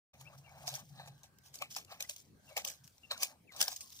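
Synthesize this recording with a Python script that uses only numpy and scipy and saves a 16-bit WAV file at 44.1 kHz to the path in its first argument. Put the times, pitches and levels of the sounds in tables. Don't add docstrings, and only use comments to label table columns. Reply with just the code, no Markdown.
import sys
import numpy as np
from scipy import signal
from scipy.io import wavfile
from scipy.ndimage import uniform_filter1d

SR = 44100
rng = np.random.default_rng(int(sys.argv[2]) if len(sys.argv) > 2 else 0)


def log_audio(samples):
    frames = np.atleast_2d(samples).T
    limited = np.clip(frames, -1, 1)
    pcm = np.round(limited * 32767).astype(np.int16)
    wavfile.write(sys.argv[1], SR, pcm)


def nominal_scale(level):
    x = np.asarray(level, float) / 20
    return 10 ** x


N = 176400


def read(points, hz):
    f, value = np.transpose(points)
    return np.interp(np.log(hz + 1), np.log(f + 1), value)


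def evened(x):
    return x / np.sqrt(np.mean(x ** 2) + 1e-20)


def resonate(x, hz, width):
    return signal.lfilter(*signal.iirpeak(hz, hz / max(width, 1), SR), x)


def curve(table, axis):
    return np.interp(np.arange(N) / SR, [r[0] for r in table], [r[axis] for r in table])


def colour(gain_db):
    log = np.log(nominal_scale(np.concatenate([gain_db, gain_db[-2:0:-1]])))
    h = np.fft.ifft(np.exp(log - 1j * signal.hilbert(log).imag)).real[:1024]
    return h / np.linalg.norm(h)


# (frequency [Hz], level [dB])
AIR_TONE = [(45, -30), (150, -3.5), (300, -12.5), (560, -17), (2000, -25), (15400, -32.5), (16000, -51)]
# (frequency [Hz], likeness [0-1])
AIR_LIKENESS = [(60, 0.98), (200, 0.72), (400, 0.43), (1400, 0.043)]


def air():
    frames, hz = N // 256 + 5, np.fft.rfftfreq(1024, 1 / SR)
    a, b, c, d, patches = rng.standard_normal((frames, 513, 5)).T
    patches = uniform_filter1d(patches, 12, axis=0)
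    patches = evened(uniform_filter1d(patches, 12, axis=1))
    same = np.clip(read(AIR_LIKENESS, hz), -1, 1)[:, None]
    left = a + 1j * b
    right = same * left + np.sqrt(1 - same ** 2) * (c + 1j * d)
    z = np.array([left, nominal_scale(-1.0) * right])
    z *= nominal_scale(read(AIR_TONE, hz)[:, None] + 4.1 * patches)
    wash = signal.istft(z, nperseg=1024, noverlap=768)[1][:, :N]
    return nominal_scale(-69.5) * evened(wash)


# (time [s], level [dB])
HUM_LEVEL = [(.14, -66), (.3, -60), (.42, -62.5), (.7, -58), (.85, -65.5), (.95, -54.5), (1.17, -64),
             (1.25, -74.5), (2.78, -77), (2.85, -60), (2.92, -94)]
# (start [s], end [s])
WHINE_TIMES = [
    (1.1, 1.48),
    (2.35, 2.9),
]


def hum():
    t = np.arange(N) / SR
    tone, low, whine = rng.standard_normal((3, 2, N))
    spread = np.array([[.2], [-.2]])
    tone = tone[:1] + spread * tone[1:]
    low = low[:1] + spread * low[1:]
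    tone = evened(resonate(resonate(tone, 137.9, 17.6), 137.9, 39.0)) * nominal_scale(curve(HUM_LEVEL, axis=1))
    low = evened(resonate(resonate(low, 85, 41.0), 85, 50.0)) * nominal_scale(-70 - 1.94 * t)
    whine = evened(resonate(resonate(whine, 1577, 96), 1577, 300.0)) * nominal_scale(-78.5)
    heard = sum(1. * ((t > start) & (t < end)) for start, end in WHINE_TIMES)
    whine *= uniform_filter1d(heard, size=3000)
    return (tone + low) * nominal_scale(np.array([[.6], [-.6]])) + whine


# (start [s], length [s], first pitch [Hz], middle pitch [Hz], last pitch [Hz], level [dB])
PEEP_CALLS = [(0.252, 0.042, 2230, 2700, 2580, -62), (0.441, 0.036, 2720, 2800, 2570, -68),
              (0.458, 0.052, 2430, 2220, 2340, -66.5), (1.874, 0.028, 2810, 2670, 2400, -77),
              (2.036, 0.025, 1910, 2010, 2060, -62.5), (2.475, 0.03, 2760, 2720, 2560, -68),
              (2.494, 0.076, 2350, 2180, 2360, -73), (3.032, 0.03, 2784, 2760, 2680, -60),
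              (3.071, 0.023, 2720, 2740, 2720, -76), (3.154, 0.017, 1610, 1410, 1370, -60),
              (3.472, 0.048, 2770, 2080, 1940, -66), (3.795, 0.09, 1162, 1060, 1080, -78),
              (3.811, 0.037, 8600, 8620, 8500, -65)]


def peeps():
    out = np.zeros(N)
    for start, length, hz0, hz1, hz2, db in PEEP_CALLS:
        u = np.arange(0, length, 1 / SR) / length
        wobble = 1 + .006 * evened(uniform_filter1d(rng.standard_normal(4000), 150))[:len(u)]
        slide = np.interp(u, (0, .6, 1), (hz0, hz1, hz2))
        hz = uniform_filter1d(slide, size=300, mode="nearest") * wobble
        strength = nominal_scale(db) * wobble ** 70 * np.sin(np.pi * u) ** 0.54
        at = round(start * SR)
        out[at:at + len(u)] += strength * np.sin(2 * np.pi * np.cumsum(hz) / SR)
    return np.array([out * nominal_scale(9), np.roll(out, 4)])


# (time [s], level [dB], ring [Hz])
FOOT_KNOCKS = [(0.514, -52, 780), (0.57, -51, 867), (0.635, -60, 610), (0.651, -45, 866),
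               (0.678, -38.5, 715), (0.691, -47, 880), (0.73, -52, 724), (0.74, -49, 767),
               (0.778, -51.5, 805), (0.997, -47, 930), (1.032, -56, 720), (1.621, -31.5, 1143),
               (1.764, -39.5, 832), (1.917, -45.5, 697), (2.097, -52.5, 597), (2.509, -53, 606),
               (2.52, -51.5, 590), (2.566, -56, 650), (3.117, -44.5, 754), (3.326, -52, 897),
               (3.681, -46.5, 791)]
# (time [s], level [dB], ring [Hz])
STONE_KNOCKS = [
    (1.6219, -22, 2430),
    (2.0053, -28, 2400),
    (2.5666, -23, 2300),
    (3.2316, -33, 3240),
    (3.613, -30, 3080),
]


def knocks():
    out, t = np.zeros(N), np.arange(3000) / SR
    for (s, db, hz), u in zip(FOOT_KNOCKS + STONE_KNOCKS, rng.random((40, 2))):
        partner_hz = hz * (.8 + .4 * u[0])
        pair = np.sin(2 * np.pi * hz * t) + .35 * np.sin(2 * np.pi * (partner_hz * t + u[1]))
        rise = 1 - np.exp(-t / .0015)
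        fade = nominal_scale(db + 0.5 - 60 * t * hz / (800 * 0.044))
        at = round(s * SR)
        out[at:at + 3000] += rise * fade * pair
    return np.array([out * nominal_scale(3.9), np.roll(out, 8) * nominal_scale(-2.0)])


# (time [s], level [dB], ring [Hz])
GRAIN_TICKS = [(0.6713, -37, 5300), (0.6776, -26.5, 5140), (0.6902, -28, 6160), (0.7397, -44, 5350),
               (0.7523, -30.5, 5940), (0.7594, -36, 6650), (1.233, -42, 6150), (1.541, -48, 5440),
               (1.5558, -36.5, 5750), (1.588, -40, 4700), (1.749, -34.5, 5030), (1.7634, -26, 5360),
               (1.7846, -34, 5640), (2.0957, -24, 7200), (2.567, -27, 4750), (2.618, -44, 5070),
               (2.6738, -40, 5250), (2.8759, -52, 5700), (2.9807, -50.5, 5640), (3.1183, -26.5, 3810),
               (3.1777, -38, 6380), (3.2311, -21, 5000), (3.5634, -39, 6000), (3.6132, -21, 4200),
               (3.6134, -11.5, 5520), (3.6415, -29, 6300), (3.6805, -19.5, 5350), (3.7184, -36.5, 5070),
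               (3.728, -35, 5200), (3.7624, -31, 7200), (3.8074, -34, 7500), (3.9899, -41.5, 3750)]


def ticks():
    raw, rings, t = np.zeros((2, N)), np.zeros((2, N)), np.arange(900) / SR
    tick_s, ring_s, ring_db = .012, .01, 6.5
    rise = np.minimum(t / .0006, 1)
    for (s, db, hz), spit, u in zip(GRAIN_TICKS, rng.standard_normal((40, 2, 900)), rng.random(40)):
        side = nominal_scale(db - 6.5 + np.array([1, -1]))
        ring = rise * nominal_scale(ring_db - 60 * t / ring_s) * np.sin(2 * np.pi * hz * t)
        for ch, lag in enumerate((0, int(24 * u) - 12)):
            at = round(s * SR) + lag
            room = len(raw[ch, at:at + 900])
            noise = rise * nominal_scale(-60 * t / tick_s) * (spit[0] + .6 * spit[1] * ch)
            raw[ch, at:at + 900] += (side[ch] * noise)[:room]
            rings[ch, at:at + 900] += (side[ch] * ring)[:room]
    return raw, rings


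def grainy():
    grains_per_s, spread_db, grain_s, dust = 700, 4, .0006, 1.9
    sizes = nominal_scale(spread_db * np.minimum(rng.exponential(1, N), 2.5))
    hits = sizes * (rng.random(N) < grains_per_s / SR)
    k = np.exp(-1 / (grain_s * SR))
    return evened(dust + evened(signal.lfilter([1], [1, -k], hits)))


# (time [s], grit level [dB], bed thud over grit [dB])
SHUFFLING = [(.14, -79, 4), (.34, -71, 15.5), (.41, -78, 4), (.47, -76, 17), (.63, -62.5, 8),
             (.82, -70, 13), (.87, -67.5, -28), (1.2, -76, -7), (1.3, -101.5, 20), (2.2, -60.5, -23),
             (2.35, -93, -16), (2.47, -65.5, -1), (2.9, -82.5, -7), (3.31, -59, 1.5), (3.37, -88, 14),
             (3.49, -99, -18), (3.55, -61, 4), (3.85, -60.5, -30)]


def shuffling(grains, noise):
    level_db = curve(SHUFFLING, axis=1)
    rub = np.array([noise[0], .5 * np.roll(noise[0], 9) + 0.65 * noise[1]])
    lumps = nominal_scale(2.5 * evened(uniform_filter1d(rng.standard_normal(N), size=700)))
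    ports = nominal_scale(level_db) * grains * rub * lumps
    modes = len(BED_RINGS)
    push_db = level_db + curve(SHUFFLING, axis=2) + 11.5 - 2.9 * np.arange(modes)[:, None]
    return ports, nominal_scale(push_db) * rng.standard_normal((modes, N))


def touch(ports, bed, grains, noise, u, s, db, thud_db, up, down):
    part = slice(max(round((s - up) * SR), 0), min(round((s + down) * SR), N - 40))
    dt = np.arange(N)[part] / SR - s
    shape = nominal_scale(db - 60 * np.where(dt < 0, -dt / up, dt / down)) * grains[part]
    lag, pan = int(32 * u[0]), nominal_scale(2 * u[1] - 1.5)
    same = .55
    left = shape * noise[3, part]
    right = same * left + np.sqrt(1 - same ** 2) * shape * noise[1, part]
    ports[0, part.start + 12:part.stop + 12] += left * pan
    ports[1, part.start + lag:part.stop + lag] += right / pan
    bed[:, part] += left * nominal_scale(thud_db + 20.5 - 10 * u[3:, None])
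    return lag, pan


# (peak [s], level [dB], bed thud over grit [dB], swell [s], dying [s])
GRIT_STROKES = [(0.139, -49.5, 7, 0.049, 0.05), (0.2137, -41, -7.5, 0.075, 0.06),
                (0.3803, -46, -35, 0.023, 0.092), (0.678, -29, -12, 0.069, 0.2),
                (0.7543, -31, -15.5, 0.09, 0.087), (0.7975, -40, -10, 0.051, 0.064),
                (1.0, -57.5, 10, 0.24, 0.42), (1.0812, -41.5, -8, 0.1, 0.032),
                (1.2385, -44, -11, 0.02, 0.1), (1.464, -45.5, -12.5, 0.12, 0.15),
                (1.544, -36, -18.5, 0.031, 0.19), (1.619, -40, 3, 0.057, 0.15),
                (1.711, -34.5, -21.5, 0.034, 0.23), (1.7642, -27.5, -9, 0.015, 0.13),
                (1.92, -42, 1.5, 0.1, 0.16), (2.0068, -34.5, -6.5, 0.033, 0.18),
                (2.0947, -30.5, -21.5, 0.025, 0.14),
                (2.5014, -56.5, 7, 0.033, 0.16), (2.5677, -24, -5.5, 0.013, 0.13),
                (2.6476, -32, -8, 0.014, 0.15), (2.6746, -28, -11.5, 0.028, 0.2),
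                (2.8384, -50.5, -29, 0.0097, 0.47), (3.114, -31, 4.5, 0.028, 0.11),
                (3.178, -44.5, -1, 0.021, 0.041), (3.228, -20.5, -13, 0.08, 0.12),
                (3.522, -49.5, 1.5, 0.035, 0.3), (3.5643, -35.5, -12, 0.012, 0.12),
                (3.6107, -18, -14, 0.059, 0.17), (3.68, -29.5, -7.5, 0.05, 0.081),
                (3.722, -30.5, -17.5, 0.11, 0.12), (3.765, -31, -45, 0.016, 0.029),
                (3.811, -34.5, -47, 0.013, 0.11), (3.926, -38, -50, 0.057, 0.034)]


def strokes(ports, bed, grains, noise, chances):
    for s, db, thud_db, up, down in GRIT_STROKES:
        touch(ports, bed, grains, noise, next(chances), s, db - 13, thud_db, up + 0.00068, down + 0.015)


# (time [s], level [dB], bed thud over crack [dB])
STONE_CRACKS = [(0.7391, -33, -27), (1.3847, -49, -51), (1.6198, -31.5, -0.5), (1.8467, -46, -30),
                (2.0048, -24.5, -51), (2.0234, -27, -26), (2.1612, -36, -22), (2.1993, -43, -35),
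                (2.5757, -24, -9), (2.6481, -23, -43), (2.8753, -42, -21), (3.2310, -16, -19),
                (3.61, -26, -26), (3.614, -19.5, -59), (3.625, -18, -53), (3.6802, -33.5, -11)]


def stones(ports, bed, noise, chances):
    rings, t = np.zeros((2, N)), np.arange(1500) / SR
    for s, db, thud_db in STONE_CRACKS:
        s, db, u = s + 0.0012, db - 6.5, next(chances)
        lag, pan = touch(ports, bed, np.ones(N), noise, u, s, db, thud_db, .002, 0.016)
        hz = 5300 * (.85 + .3 * u[2])
        ring = nominal_scale(db - 11 - 60 * t / .02) * np.sin(2 * np.pi * hz * t)
        at = round(s * SR)
        rings[0, at + 12:at + 1512] += ring * pan
        rings[1, at + lag:at + lag + 1500] += ring / pan
    return rings


def patchy(x):
    z = signal.stft(x, nperseg=256, noverlap=192)[2]
    field = uniform_filter1d(rng.standard_normal(z.shape[1:]), size=3, axis=0)
    field = evened(uniform_filter1d(field, size=6, axis=1))
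    return signal.istft(z * nominal_scale(2.8 * field), nperseg=256, noverlap=192)[1][:, :N]


# (frequency [Hz], level [dB])
GRIT_TONE = [(710, -21.5), (1200, -18), (3320, -4), (3740, -8.5), (5350, -9), (13600, -3.5), (15000, -2),
             (16000, -34)]
# (frequency [Hz], width [Hz], level [dB])
GRIT_PEAKS = [(5750, 3900, 14.5), (15300, 1100, 9.5)]
# (frequency [Hz], width [Hz], level [dB])
BED_RINGS = [(613, 162, 0.5), (770.5, 275, 4), (1090, 486, -0.5), (1583, 395, -1), (2400, 780, 0),
             (3953, 480, 0)]


def grit():
    grains, noise = grainy(), rng.standard_normal((4, N))
    ports, bed = shuffling(grains, noise)
    chances = iter(rng.random((80, 3 + len(BED_RINGS))))
    strokes(ports, bed, grains, noise, chances)
    cracks = stones(ports, bed, noise, chances)
    spits, pings = ticks()

    hz = np.fft.rfftfreq(4096, 1 / SR)
    gain_db = read([(300, -135.5)] + GRIT_TONE + [(16400, -58)], hz)
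    gain_db += sum(db / (1 + (2 * (hz - f) / w) ** 2) for f, w, db in GRIT_PEAKS)
    tops_db = (0, -4.5)
    hiss = np.array([signal.oaconvolve(x, colour(gain_db + top * (hz / 15000) ** 4))[:N]
                     for x, top in zip(ports + spits, tops_db)])

    bed = signal.sosfilt(signal.butter(4, 500, "high", fs=SR, output="sos"), bed)
    thud = np.zeros(N)
    for push, (f, w, db) in zip(bed, BED_RINGS):
        thud += nominal_scale(db) * resonate(resonate(np.roll(push, -70), f, w), f, 1.19 * w)
    thud = np.array([thud, np.roll(thud, 7) * nominal_scale(-1.3)])
    return patchy(hiss + thud) + cracks + pings


def scene():
    return grit() + knocks() + peeps() + air() + hum()


def band_limit(x):
    return signal.sosfilt(signal.butter(12, 16810, fs=SR, output="sos"), x)


def record(dry):
    start_s, fade_s = 0.1318, 0.019
    fade_in = np.clip((np.arange(N) / SR - start_s) / fade_s, 0, 1)
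    return band_limit(dry * fade_in)


dry = scene()
out = record(dry)
log_audio(out)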